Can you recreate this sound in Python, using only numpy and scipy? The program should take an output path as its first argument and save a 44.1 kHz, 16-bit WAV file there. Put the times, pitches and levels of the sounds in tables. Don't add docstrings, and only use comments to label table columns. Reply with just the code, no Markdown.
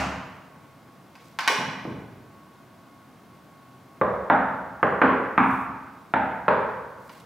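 import sys
import numpy as np
from scipy import signal
from scipy.fft import rfft, irfft
from scipy.io import wavfile
from scipy.ndimage import uniform_filter1d, minimum_filter1d

SR = 44100
rng = np.random.default_rng(int(sys.argv[2]) if len(sys.argv) > 2 else 0)


def to_wav(sig):
    pcm = np.clip(np.atleast_2d(sig), -1, 1) * 32767
    pcm = np.round(pcm).astype(np.int16)
    wavfile.write(sys.argv[1], SR, pcm.T)


N = 319725
TAIL = 2 ** 16
T = np.arange(TAIL) / SR

# frequency in Hz, relative level in dB, t60 in s, side relative to mid in dB.
HALL_ECHO = [(69.5, 2, 1.6, -32), (160, 2.5, 1.45, -14.5), (340, 0, 1.22, -11.5), (657, 3.5, 1.1, -12.5),
             (970, 5, 1.146, -11), (2240, 2, 1.05, -11), (4600, 4.5, 0.823, -7), (8900, 1, 0.59, -10.5),
             (15000, -1, 0.51, -46)]


def amp(db):
    return 10 ** (np.asarray(db) / 20)


def unit(x):
    return x / np.sqrt(np.sum(x ** 2))


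def curve(points, size, axis=1):
    rows = np.array(points, float)
    bins_hz = np.fft.rfftfreq(size, 1 / SR) + 1
    return np.interp(np.log(bins_hz), np.log(rows[:, 0]), rows[:, axis])


def soften(x, hz, order=2, kind="low"):
    cutoff_hz = min(hz, SR / 2 - 2000)
    return signal.sosfilt(signal.butter(order, cutoff_hz, kind, fs=SR, output="sos"), x)


def ring(hz, t60_s):
    return unit(np.cos(2 * np.pi * hz * T) * np.exp(-np.log(1000) * T / t60_s))


def click(points):
    cepstrum = irfft(np.log(amp(curve(points, TAIL))))
    cepstrum[1:TAIL // 2] *= 2
    cepstrum[TAIL // 2 + 1:] = 0
    return unit(irfft(np.exp(rfft(cepstrum))))


def add(out, start_s, sound):
    start = int(round(start_s * SR))
    a, b = max(start, 0), min(start + sound.shape[-1], N)
    out[:, a:b] += sound[..., a - start:b - start]


def diffuse(size):
    mid, side = rfft(rng.standard_normal((2, size)))
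    side = side * amp(curve(HALL_ECHO, size, axis=3))
    return mid + np.array([[1], [-1]]) * side


def ventilation(waver_hz=3, waver_db=-5, hum_db=0, air_db=-51.5, hiss_db=-76):
    # frequency in Hz, relative level in dB.
    air_colour = [(25, -42.5), (45, -26), (80, -12.5), (125, -3), (260, -4.5), (430, -12.5), (700, -12.5),
                  (1100, -13.5), (1500, -19), (2200, -24), (4000, -30), (8000, -37), (15500, -37.5)]
    # frequency in Hz, RMS level in dB.
    fan_lines = [(199, -77), (258, -74), (673, -70), (1103, -61), (1443, -72), (1523, -72.5), (2122, -74)]
    air = irfft(diffuse(N) * amp(curve(air_colour, N)), N)
    out = amp(air_db) * air / air.std() + amp(hiss_db) * rng.standard_normal(N)
    for hz, db in fan_lines:
        waver = rng.standard_normal(N) + 1j * rng.standard_normal(N)
        waver = soften(waver, waver_hz, order=1)
        carrier = np.exp(2j * np.pi * hz * np.arange(N) / SR)
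        line = np.real((1 + amp(waver_db) * waver / waver.std()) * carrier)
        out = out + amp(db + hum_db) * line / line.std()
    return out


def hallway(x, echo_db, standing_db, wall_s=.0058, wall_db=-5, near_db=0, near_s=0.0048,
            build_s=0.0067, hold_s=0.016):
    # frequency in Hz, relative level in dB, t60 in s.
    standing_waves = [(71.5, -10, 1.3), (88, -19, 0.91), (118.2, -11.5, 1.9), (137.9, -4, 0.83),
                      (181.6, -2, 0.926), (190.8, -10.5, 1.3), (200.7, -0.5, 1.04), (229.8, 0, 0.61),
                      (263.3, 5.5, 0.71), (272.3, -7, 1.5), (303, -4, 0.56), (317.4, 1, 0.3),
                      (416.4, -4, 0.93), (468.6, -8, 0.44), (608.6, 1, 0.28), (632.8, -1, 1.16),
                      (715, -4, 1.1), (802, 1.5, 0.65)]
    noise = diffuse(TAIL)
    age_s = np.maximum(T - hold_s, 0)
    build = 1 - np.exp(-T / build_s)
    response = np.zeros((2, TAIL))
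    for (_, db, t60_s, _), share in zip(HALL_ECHO, np.eye(len(HALL_ECHO))):
        weights = [(row[0], w) for row, w in zip(HALL_ECHO, share)]
        band = irfft(noise * curve(weights, TAIL))
        envelope = unit(np.exp(-np.log(1000) * age_s / t60_s) * build)
        response += amp(db + echo_db) * band * envelope
    scatter = soften(irfft(diffuse(TAIL)), 630, kind="high")
    response += amp(near_db) * scatter * unit(T * np.exp(-2 * T / near_s))
    standing = sum(amp(db) * ring(hz, t60_s) for hz, db, t60_s in standing_waves)
    response += amp(standing_db) * standing * build
    response[:, 0] += 1
    response[:, int(wall_s * SR)] += amp(wall_db)
    return signal.fftconvolve(response, x[None], axes=1)[:, :TAIL]


def shut(boom_hz=71, boom_t60_s=1.0, boom_db=-7, held_s=.26, grip_s=0.041, level_db=7.5):
    # frequency in Hz, relative level in dB.
    bump_colour = [(24, -49), (40, -18), (70, -9.5), (98, -7.5), (188, -2.5), (218, -14), (252, -7),
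                   (429, -13), (508, -8.5), (1080, -6.5), (2760, -13.5), (3520, -25.5), (6600, -27.5),
                   (13000, -45)]
    grip = np.clip((held_s - T) / grip_s, 0, 1)
    boom = ring(boom_hz, boom_t60_s) * grip
    bump = hallway(soften(click(bump_colour), 83, kind="high"), echo_db=-1.0, standing_db=-21)
    return amp(level_db) * (bump + amp(boom_db) * boom)


def rub(length_s, hz, width_hz, grain_db=3):
    size = int(length_s * SR)
    f = np.fft.rfftfreq(size, 1 / SR) + 1
    resonance = np.hypot(1, (f - hz * hz / f) / width_hz)
    hiss = irfft(diffuse(size) / resonance, size)
    grain = np.interp(np.arange(size), np.linspace(0, size, 60), rng.standard_normal(60))
    return hiss / hiss.std() * amp(grain_db * grain) * np.hanning(size)


def latch(bright_hz, ring_db=-4, chatter_db=0, chatter_s=0.0044, level_db=19):
    # frequency in Hz, relative level in dB.
    snap_colour = [(120, -59), (270, -8), (470, -18.5), (800, 0.5), (1150, -2.5), (2400, -2), (3700, -12),
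                   (5600, -11.5), (7400, -23), (15000, -25.5)]
    # frequency in Hz, relative level in dB, t60 in s.
    case_modes = [(1070, 1, 0.026), (1523, -2.5, 0.074), (1940, -12, 0.072), (2150, -5.5, 0.16),
                  (2370, -11, .1), (2824, -11, .07), (3380, -15.5, 0.09), (4000, -22, .05),
                  (4740, -22, .04), (5560, -25, 0.106)]
    snap = click(snap_colour)
    chatter = unit(rng.standard_normal(TAIL) * np.exp(-T / chatter_s))
    snap = snap + amp(chatter_db) * signal.fftconvolve(snap, chatter)[:TAIL]
    case = sum(amp(db) * ring(hz, t60_s) for hz, db, t60_s in case_modes)
    case = soften(case, 340, kind="high")
    struck = soften(snap + amp(ring_db) * case, bright_hz, order=1)
    return amp(level_db) * hallway(struck, echo_db=0.5, standing_db=-28.5, wall_db=-8)


def thud(hz, cycles=5, level_db=21):
    flex = soften(ring(hz, cycles / hz), hz * 4.1)
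    flex = soften(flex, hz * 0.56, kind="high")
    return amp(level_db) * hallway(unit(flex), echo_db=2.5, standing_db=-20.0)


def knock(across, up, contact_hz, swell=0.3, level_db=16.5, tick_db=-48, tick_s=0.0011,
          tick_echo_db=-49, crack_db=-26, crack_hz=2750, crack_s=.0018):
    # frequency in Hz, bandwidth in Hz, relative level in dB.
    panel_modes = [(254, 89, -5), (525, 128, 4.5), (889.3, 193, 1), (1158, 235, 3.2), (1447, 507, 0),
                   (2420, 380, -9), (3610, 460, -22.5)]
    mode_shapes = [(1, 2), (2, 3), (5, 1), (4, 2), (3, 4), (6, 5), (1, 8)]
    panel = 0
    for (hz, width_hz, db), (waves_across, waves_up) in zip(panel_modes, mode_shapes):
        drive = np.sin(np.pi * waves_across * across) * np.sin(np.pi * waves_up * up)
        fade = np.pi * width_hz
        rise = (1 - np.exp(-T * fade / swell)) ** 2
        panel = panel + drive * amp(db) * unit(ring(hz, np.log(1000) / fade) * rise)
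    wood = soften(panel, contact_hz, order=3)
    wood = soften(wood, 66, order=4, kind="high")
    tick = unit(rng.standard_normal(TAIL) * np.exp(-T / tick_s))
    crack = soften(rng.standard_normal(TAIL) * np.exp(-T / crack_s), crack_hz, order=5)
    crack = unit(soften(crack, 1500, kind="high"))
    heard = hallway(wood + amp(tick_echo_db) * tick, echo_db=2.5, standing_db=-18.5)
    return amp(level_db) * (heard + amp(crack_db) * crack + amp(tick_db) * tick)


def scene(shade=0.051, shade_hz=250):
    # start in s, length in s, relative level in dB, centre in Hz, width in Hz.
    rubs = [(1.1, 0.33, -63.5, 3580, 4480), (5.347, 0.39, -60.5, 9000, 9180),
            (6.957, 0.27, -62, 7900, 15100), (7.086, 0.201, -60, 3430, 4900)]
    # start in s, relative level in dB, low-pass cutoff in Hz.
    clicks = [(1.154, -49, 8000), (1.3886, -24.5, 6030), (1.393, -28.5, 1980), (1.4065, -32, 8000),
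              (1.4767, -16, 11000), (1.4836, -28.5, 5000), (1.4828, -49, 3500), (7.095, -46, 7000)]
    # start in s, relative level in dB, flexing pitch in Hz.
    thuds = [(1.5, -24, 432), (1.585, -30.5, 147), (1.654, -33.5, 155), (1.852, -27, 292),
             (1.875, -28.5, 128)]
    # start in s, relative level in dB, spot across the panel 0-1, spot up it 0-1,
    # contact hardness as low-pass cutoff in Hz.
    knocks = [(4.013, -13, .198, .198, 2320), (4.2996, -7, 0.46, 0.4, 2440),
              (4.8292, -7.5, 0.16, 0.06, 2483), (5.0164, -6, 0.8, 0.61, 3200),
              (5.3777, -7, 0.45, 0.31, 2487), (6.1378, -11, 0.49, 0.39, 2920),
              (6.4814, -8.5, 0.26, .592, 4200)]
    door = np.zeros((2, N))
    add(door, -0.028, shut())
    for start_s, length_s, db, hz, width_hz in rubs:
        add(door, start_s, amp(db) * rub(length_s, hz, width_hz))
    for start_s, db, bright_hz in clicks:
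        add(door, start_s, amp(db) * latch(bright_hz))
    for start_s, db, hz in thuds:
        add(door, start_s, amp(db) * thud(hz))
    for start_s, db, across, up, contact_hz in knocks:
        add(door, start_s, amp(db) * knock(across, up, contact_hz))
    short_waves = soften(door, shade_hz, order=1, kind="high")
    return door + np.array([[-1], [1]]) * shade * short_waves + ventilation()


def record(dry, bass_hz=35, ceiling=0.64, top_hz=15650):
    sound = soften(dry, bass_hz, kind="high")
    gain = np.minimum(1, ceiling / (np.abs(sound).max(axis=0) + 1e-9))
    gain = minimum_filter1d(gain, size=201)
    gain = uniform_filter1d(uniform_filter1d(gain, size=101), size=101)
    top_cut = signal.ellip(8, .2, 70, top_hz, fs=SR, output="sos")
    return signal.sosfilt(top_cut, sound * gain)


dry = scene()
out = record(dry)
to_wav(out)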